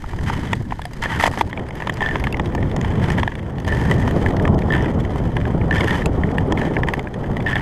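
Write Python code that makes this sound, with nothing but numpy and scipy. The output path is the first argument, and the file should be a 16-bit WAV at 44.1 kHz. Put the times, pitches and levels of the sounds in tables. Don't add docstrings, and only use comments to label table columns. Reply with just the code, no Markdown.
import sys
import numpy as np
from scipy import signal
from scipy.fft import rfft, irfft, next_fast_len
from scipy.io import wavfile
from scipy.ndimage import uniform_filter1d

SR = 44100
rng = np.random.default_rng(int(sys.argv[2]) if len(sys.argv) > 2 else 0)


def to_wav(sig):
    pcm = np.clip(np.atleast_2d(sig), -1, 1) * 32767
    pcm = np.round(pcm).astype(np.int16)
    wavfile.write(sys.argv[1], SR, pcm.T)


def convert_level_to_amplitude(level_db):
    exponent = np.asarray(level_db, float) / 20
    return 10 ** exponent


N = 335601
TIME = np.arange(N) / SR

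# (time [s], gust level [dB], share of fine eddies [dB])
WIND_GUSTS = [(0.0, -37.5, -12), (.274, -22.5, -11), (.55, -24, -14.5), (.83, -34.5, -14.5),
              (1.15, -27, -7.5), (1.76, -33, -2), (2.07, -26, -6), (3.2, -19, -9), (3.29, -29, -9),
              (3.5, -28.5, -5.5), (3.79, -19, -8.5), (4.4, -19.5, -2.5), (5.4, -22, -6.5), (6.1, -20, -4.5),
              (6.9, -24, -2.5), (7.07, -34.5, 0), (7.3, -24, -5), (7.61, -24, -6.5)]
# (frequency [Hz], level [dB per Hz])
RUMBLE_TONE = [(26, -52), (45, -1), (86, 2.5), (140, -0.5), (258, -9), (400, -18), (520, -45), (880, -120)]
# (frequency [Hz], level [dB per Hz])
WHOOSH_TONE = [(88, -15), (150, -1.5), (189, -4), (421, -7), (655, -13), (841, -14.5), (1500, -30),
               (1950, -88), (3300, -120)]
# (frequency [Hz], width [Hz], level [dB])
CASE_MODES = [(906, 132, 1.5), (1830, 367, -6.5), (2805, 66, -19.5), (3034, 187, -19)]
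# (frequency [Hz], level [dB per Hz])
DUST_TONE = [(2290, -10.5), (3900, 0.5), (4530, -2.5), (4940, 1), (5480, -4.5), (6370, -2), (6830, -5),
             (8500, -6.5), (9270, -11), (11800, -11), (14800, -28), (15500, -26)]
# (start [s], length [s], scrape level [dB], ice dust over scrape [dB],
# swell from start to end [dB])
STROKES = [(0.258, 0.3, -37, -13.5, -8), (1.013, 0.26, -30.5, -15.5, -4.5), (1.185, 0.11, -27.5, -8.5, 2),
           (1.313, 0.12, -35.5, -8, 4), (1.72, 0.3, -43, -13.5, -2), (2.037, 0.29, -39, -15, -9),
           (2.818, 0.41, -36.5, -15.5, 5), (3.658, 0.67, -38.5, -11.5, -9), (4.728, 0.177, -34, -22, -10),
           (5.733, 0.31, -31, -14.5, -0.5), (6.567, 0.24, -38.5, -16.5, -10), (7.47, 0.24, -36, -18, -10)]
# (time [s], thud level [dB], ring over thud [dB], crack over thud [dB])
BUMPS = [(0.041, -22.5, -36, -24), (0.134, -23, -13, -32), (0.3, -10.5, -11, -26), (0.723, -12, -8, -44),
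         (0.794, -18, -25, -30), (0.854, -26.5, 6, -5), (1.058, -13, 5.5, -25), (1.21, -10, -4, -15),
         (1.239, -3, 3, -26), (1.258, -8, -1, -24), (1.277, -8, -13, -20), (1.314, -23, -3, -13),
         (1.337, -20.5, -12, -21), (1.375, -14, -1.5, -22), (1.411, -4.5, -3, -22.5),
         (1.822, -17.5, 4, -24.5), (1.872, -13, 0.5, -20), (2.019, -11.5, -8, -25), (2.157, -11, 2.5, -25),
         (2.397, -12, 0, -23.5), (2.55, -16, -1.5, -17), (2.764, -14.5, -6, -15.5), (3.232, -10, 1, -22.5),
         (3.678, -18, 0, -12), (4.077, -14.5, -4, -19), (4.477, -13.5, -0.5, -23.5), (5.159, -16, -19, -25),
         (6.523, -11.5, -0.5, -17.5), (6.937, -13, 4.5, -19)]
# (time [s], peak [dB], ring [Hz], crack [dB])
POLES = [(0.1885, -23, 1770, -32), (0.5317, -7.5, 1900, -24), (0.818, -24, 1680, -15),
         (1.0375, -16.5, 1960, -14), (1.1982, -7, 1820, -41), (1.2654, -11, 1990, -13),
         (1.5748, -18.5, 2280, -25.5), (1.7075, -24, 2020, -24), (1.8966, -9.5, 1690, -25),
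         (2.0068, -13.5, 1820, -28.5), (2.2398, -14.5, 2140, -22.5), (2.2702, -11.5, 1750, -26),
         (2.5785, -20.5, 1780, -37), (2.7142, -24, 2020, -19), (3.1023, -13.5, 1830, -17.5),
         (3.1842, -13.5, 1680, -28), (3.277, -9.5, 1730, -28.5), (3.3538, -21, 1710, -22),
         (3.9125, -11, 1960, -17.5), (4.0243, -23, 1990, -23), (5.3677, -12.5, 1730, -25.5),
         (5.7573, -14, 1810, -32), (5.8072, -11, 2120, -21), (5.8436, -18.5, 1830, -13),
         (5.9084, -14, 1820, -19.5), (6.0192, -17, 1830, -33), (6.0586, -13, 2640, -12),
         (6.8728, -23, 1730, -29), (6.8862, -8, 1820, -26.5), (7.2419, -22, 1740, -34)]
# (time [s], peak [dB], crack [dB])
CHIPS = [(0.2386, -40, -3), (0.293, -21, -20.5), (0.401, -36, -17), (0.4724, -24, -24), (0.553, -31, -10),
         (0.7078, -19, -30), (1.0216, -25, -9), (1.1284, -26, -21), (1.1623, -22, -19), (1.8016, -17, -33),
         (1.9394, -31, -7), (1.9715, -19, -21), (2.4584, -19.5, -18.5), (2.6274, -15, -31),
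         (2.847, -12, -30), (2.913, -19.5, -31), (2.9966, -30, -19), (3.041, -13.5, -21),
         (3.1185, -17, -19), (3.583, -21, -25), (3.6004, -25, -16.5), (3.9833, -32, -10), (4.4247, -33, -9),
         (4.546, -38.5, -5), (5.0035, -23, -17), (5.18, -34, -12), (5.9735, -47, 9), (6.7867, -33, -9),
         (7.141, -18.5, -24), (7.425, -25, -20)]
# (time [s], peak [dB], crack [dB])
TICKS = [(0.9337, -30, -15), (1.511, -29, -41), (1.5954, -23.5, -31), (1.6866, -25.5, -25.5),
         (1.7535, -28.5, -21), (1.923, -30, -23), (2.198, -22, -25), (2.369, -22, -27), (2.5223, -29, -36),
         (3.3185, -23.5, -37), (3.393, -27, -36), (3.647, -22.5, -25), (4.307, -23, -25.5),
         (4.366, -21.5, -22.5), (4.589, -24.5, -22), (4.6202, -23, -26), (5.613, -24, -44),
         (6.9685, -30, -34)]
# (time [s], peak [dB], ring [Hz], crack [dB])
TAPS = [(1.5297, -15.5, 1830, -28.5), (2.326, -19, 2700, -13.5), (2.344, -14, 2020, -36),
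        (2.813, -19, 2000, -15), (3.77, -21.5, 1940, -33), (4.1101, -21.5, 1790, -16),
        (4.262, -9, 1728, -30), (4.398, -18.5, 1630, -26.5), (4.4534, -11.5, 1760, -33),
        (4.8584, -16.5, 1910, -30), (5.0498, -20, 1870, -25.5), (5.4136, -23, 2020, -27),
        (5.454, -16, 1750, -31), (5.881, -15, 1780, -20), (5.939, -23, 1700, -28),
        (6.2357, -11.5, 1830, -35), (6.2901, -23, 1700, -34), (6.3832, -9, 1800, -27.5),
        (6.575, -14, 2100, -30), (6.6155, -14.5, 1770, -26), (6.767, -8.5, 1750, -39),
        (6.834, -9.5, 1780, -30.5), (6.994, -17, 2050, -21), (7.0725, -17, 1750, -39),
        (7.3683, -16.5, 1960, -23.5), (7.4034, -21, 2040, -26)]
# (time [s], length [s], level [dB])
BITES = [
    (2.011, 0.14, -28),
    (3.685, 0.43, -33),
    (4.705, 0.12, -46),
    (5.709, 0.092, -32),
    (5.88, .08, -29),
    (6.577, 0.13, -33.5),
    (7.461, 0.089, -25),
]
# (time [s], peak [dB], crack [dB])
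CATCHES = [(2.0612, -11.5, -25), (2.0884, -13, -25), (2.1104, -17, -26), (3.7234, -13, -26),
           (4.7034, -12, -32), (4.8242, -25.5, -14), (5.7102, -8, -28.5), (5.7267, -12.5, -30),
           (5.7654, -15, -24), (5.782, -15.5, -22), (5.817, -19, -24), (7.499, -26, -21), (7.512, -19, -28),
           (7.5303, -15, -27), (7.5562, -8.5, -24), (7.5657, -9.5, -35)]
# (time [s], period [s], first slip [dB], fade per slip [dB], crack [dB])
JUDDER = [
    (2.025, 0.012, -11.5, 6, -34),
    (3.693, 0.0093, -22, 2.5, -40),
    (4.723, 0.014, -12.5, 2.5, -28.5),
    (7.464, .0092, -14.5, 1, -33),
]

MUFFLE = signal.ellip(5, 1, 45, 3500, fs=SR, output="sos")

OPENING_S, OPENING_DUST_DB, OPENING_HEAVE_DB = 1.5, 5.5, 2.5
CALM_DB, HEAVE_DB, HEAVE_PER_GUST, HEAVE_SWING_DB = -26.5, -34, 0.3, 2.5
COAST_DB, COAST_PER_GUST, COAST_DUST_DB = -45.5, 0.29, -13.5
SET_DOWN_S, LIFT_S = 0.0091, 0.024

RING_HZ, UPPER_HZ = 1780, 3090
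LEAD_S = 0.0006
CRACK_TRIM_DB, BUMP_TRIM_DB = -6.5, -2
POLE_THUD_DB, TAP_THUD_DB, CATCH_THUD_DB = -6, -8.5, -10.5
UPPER_DB, UPPER_PER_CRACK, USUAL_CRACK_DB = -11, 0.77, -34


def unit(x):
    return x / np.sqrt(np.mean(x ** 2))


def curves(table):
    s, *columns = np.transpose(table)
    return [np.interp(TIME, s, c) for c in columns]


def colour(x, points):
    hz, db = np.transpose(points)
    size = next_fast_len(len(x))
    f = np.arange(size // 2 + 1) * SR / size + 1
    gain = convert_level_to_amplitude(np.interp(np.log(f), np.log(hz), db))
    return irfft(rfft(x, size) * gain, size)[:len(x)]


def resonate(x, hz, width):
    r = np.exp(-np.pi * width / SR)
    turn = 2 * np.pi * hz / SR
    return signal.lfilter([2 * (1 - r) * np.sin(turn)], [1, -2 * r * np.cos(turn), r * r], x)


def walk(rate):
    k = max(int(SR / rate), 1)
    held = rng.standard_normal(N)[np.arange(N) // k]
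    return unit(uniform_filter1d(uniform_filter1d(held, k), k))


def grit(per_s, spread_db, smear_s):
    chance = rng.random((2, N))
    sizes = convert_level_to_amplitude(-spread_db * np.log(1.05 - chance[1]))
    chips = (chance[0] < per_s / SR) * sizes
    return signal.lfilter([1], [1, -np.exp(-1 / (smear_s * SR))], chips)


def wind():
    gust_db, fine_db = curves(WIND_GUSTS)
    lumps_db = 0.9 * walk(rate=30)
    rumble = unit(colour(rng.standard_normal(N), RUMBLE_TONE)) * convert_level_to_amplitude(1.3 * lumps_db)
    puffs = convert_level_to_amplitude(0.8 * walk(rate=45) + 2.4 * walk(rate=110) + lumps_db)
    whoosh = unit(colour(rng.standard_normal(N) * puffs, WHOOSH_TONE))
    heave = unit(resonate(rng.standard_normal(N), 34, 30))
    heave_db = HEAVE_DB + HEAVE_PER_GUST * (gust_db - CALM_DB) + HEAVE_SWING_DB * walk(rate=4)
    heave_db = heave_db + OPENING_HEAVE_DB * (TIME < OPENING_S)
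    buffet = rumble * convert_level_to_amplitude(1.0) + whoosh * convert_level_to_amplitude(fine_db + 3.5)
    return convert_level_to_amplitude(gust_db) * buffet + heave * convert_level_to_amplitude(heave_db)


def pressure():
    gust_db = curves(WIND_GUSTS)[0]
    scrape = convert_level_to_amplitude(COAST_DB + COAST_PER_GUST * (gust_db - CALM_DB))
    dust = scrape * convert_level_to_amplitude(COAST_DUST_DB + OPENING_DUST_DB * (TIME < OPENING_S))
    for s, length, db, dust_db, swell_db in STROKES:
        on = np.clip(np.minimum((TIME - s) / SET_DOWN_S, (s + length - TIME) / LIFT_S), 0, 1)
        progress = np.clip((TIME - s) / length, 0, 1)
        push = on * convert_level_to_amplitude(db + swell_db * (progress - 0.5))
        scrape = np.hypot(scrape, push)
        dust = np.hypot(dust, push * convert_level_to_amplitude(dust_db))
    return scrape, dust


def blades():
    scrape, spray = pressure()
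    chips = unit(grit(per_s=300, spread_db=6.5, smear_s=0.0027))
    sway = convert_level_to_amplitude(2.2 * walk(rate=60))
    rough = convert_level_to_amplitude(-1.5) * sway + chips
    rub = np.diff(rng.standard_normal(N + 1)) * rough
    body = np.zeros(N)
    for k, (hz, width, db) in enumerate(CASE_MODES):
        body += (-1) ** k * convert_level_to_amplitude(db) * resonate(rub, hz, width)
    body = signal.sosfilt(MUFFLE, body)
    sparkle = unit(grit(per_s=63, spread_db=0.0, smear_s=0.002))
    dust = colour(rng.standard_normal(N) * (rough + 0.13 * sparkle), DUST_TONE)
    return unit(body) * scrape * convert_level_to_amplitude(2.5) + unit(dust) * spray


def whine():
    return convert_level_to_amplitude(-80 + 2) * np.sin(2 * np.pi * 14625 * TIME)


def hit(s, peak_db, thud_db, crack_db, ring_hz):
    crack_db = crack_db + CRACK_TRIM_DB
    hard_db = crack_db - max(thud_db, 0) - USUAL_CRACK_DB
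    return s - LEAD_S, peak_db, thud_db, crack_db, ring_hz, UPPER_DB + UPPER_PER_CRACK * hard_db


def steep(x, hz, width):
    return resonate(resonate(x, hz, width), hz, 4.9 * width)


def knocks(table, t60, crumble_s):
    size = 4096
    out = np.zeros(N + size)
    t = np.arange(size) / SR
    crumble = np.exp(-(t / crumble_s) ** 2) + 0.91 * np.exp(-t / 0.0019)
    for s, peak_db, thud_db, crack_db, ring_hz, upper_db in table:
        contact = rng.standard_normal(size) * crumble
        grain_db = 4.7 * rng.standard_normal(len(DUST_TONE))
        dull = signal.sosfilt(MUFFLE, np.diff(contact + 12 * (t == 0), prepend=0))
        singing = any(0 < s - start + 0.003 < length for start, length, _ in BITES)
        free = 2.5 if singing else 1
        ring = steep(dull, ring_hz, np.log(1000) / np.pi / (t60 * free))
        thud = steep(dull, CASE_MODES[0][0], 336)
        upper = resonate(dull, UPPER_HZ * (1 + 0.011 * grain_db[0]), 400)
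        crack = colour(contact, [(hz, db + g) for (hz, db), g in zip(DUST_TONE, grain_db)])
        parts = [(ring, -1.5), (thud, thud_db + 3.5),
                 (upper, min(upper_db, -6) - 0.5), (crack, crack_db + 13.5)]
        at = int(s * SR)
        out[at:at + size] += convert_level_to_amplitude(peak_db) * sum(convert_level_to_amplitude(db) * p / np.abs(p).max() for p, db in parts)
    return out[:N]


def bumps():
    rows = [hit(s, db + ring + BUMP_TRIM_DB, -ring, crack - ring, RING_HZ)
            for s, db, ring, crack in BUMPS]
    return knocks(rows, t60=0.011, crumble_s=0.0045)


def poles():
    rows = [hit(s, db, POLE_THUD_DB, crack, hz) for s, db, hz, crack in POLES]
    return knocks(rows, t60=0.011, crumble_s=0.0045)


def chips():
    rows = [hit(s, db - 5, -5.5, crack + 4, CASE_MODES[1][0]) for s, db, crack in CHIPS]
    return knocks(rows, t60=0.009, crumble_s=0.0062)


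def ping():
    t = np.maximum(TIME - 0.853, 0)
    t60_s = 0.079
    return convert_level_to_amplitude(-25 - 60 * t / t60_s) * np.sin(2 * np.pi * 720 * t)


def ticks():
    rows = [(s, db, -6, crack, CASE_MODES[1][0], -9) for s, db, crack in TICKS]
    return knocks(rows, t60=0.009, crumble_s=0.0062)


def taps():
    rows = [hit(s, db, TAP_THUD_DB, crack, hz) for s, db, hz, crack in TAPS]
    return knocks(rows, t60=0.01, crumble_s=0.003)


def song():
    press = np.zeros(N)
    for s, length, db in BITES:
        down = (TIME > s) * (TIME < s + length)
        press += convert_level_to_amplitude(db) * down * np.exp(-0.9 * np.abs(TIME - s) / length)
    chatter = convert_level_to_amplitude(2.0 * walk(rate=81)) * rng.standard_normal(N)
    steel = unit(resonate(chatter, 1800, 80))
    return steel * uniform_filter1d(press, size=100)


def catches():
    grabs = list(CATCHES)
    for s, period, db, fade, crack in JUDDER:
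        grabs += [(s + k * period, db - k * fade, crack - CRACK_TRIM_DB) for k in range(8)]
    rows = [hit(s, db, CATCH_THUD_DB, crack, RING_HZ) for s, db, crack in grabs]
    return knocks(rows, t60=0.013, crumble_s=0.003)


def scene():
    bed = wind() + blades() + whine()
    case_hits = bumps() + poles() + chips() + ping() + ticks() + taps()
    biting = song() + catches()
    return (bed + case_hits + biting)[None]


def top_cut(x):
    return signal.sosfilt(signal.butter(12, 15810, fs=SR, output="sos"), x)


def record(dry):
    top = signal.cheby1(8, 0.5, 14800, fs=SR, output="sos")
    loud = np.tanh(0.62 * dry) / 0.59
    return top_cut(signal.sosfilt(top, loud))


dry = scene()
out = record(dry)
to_wav(out)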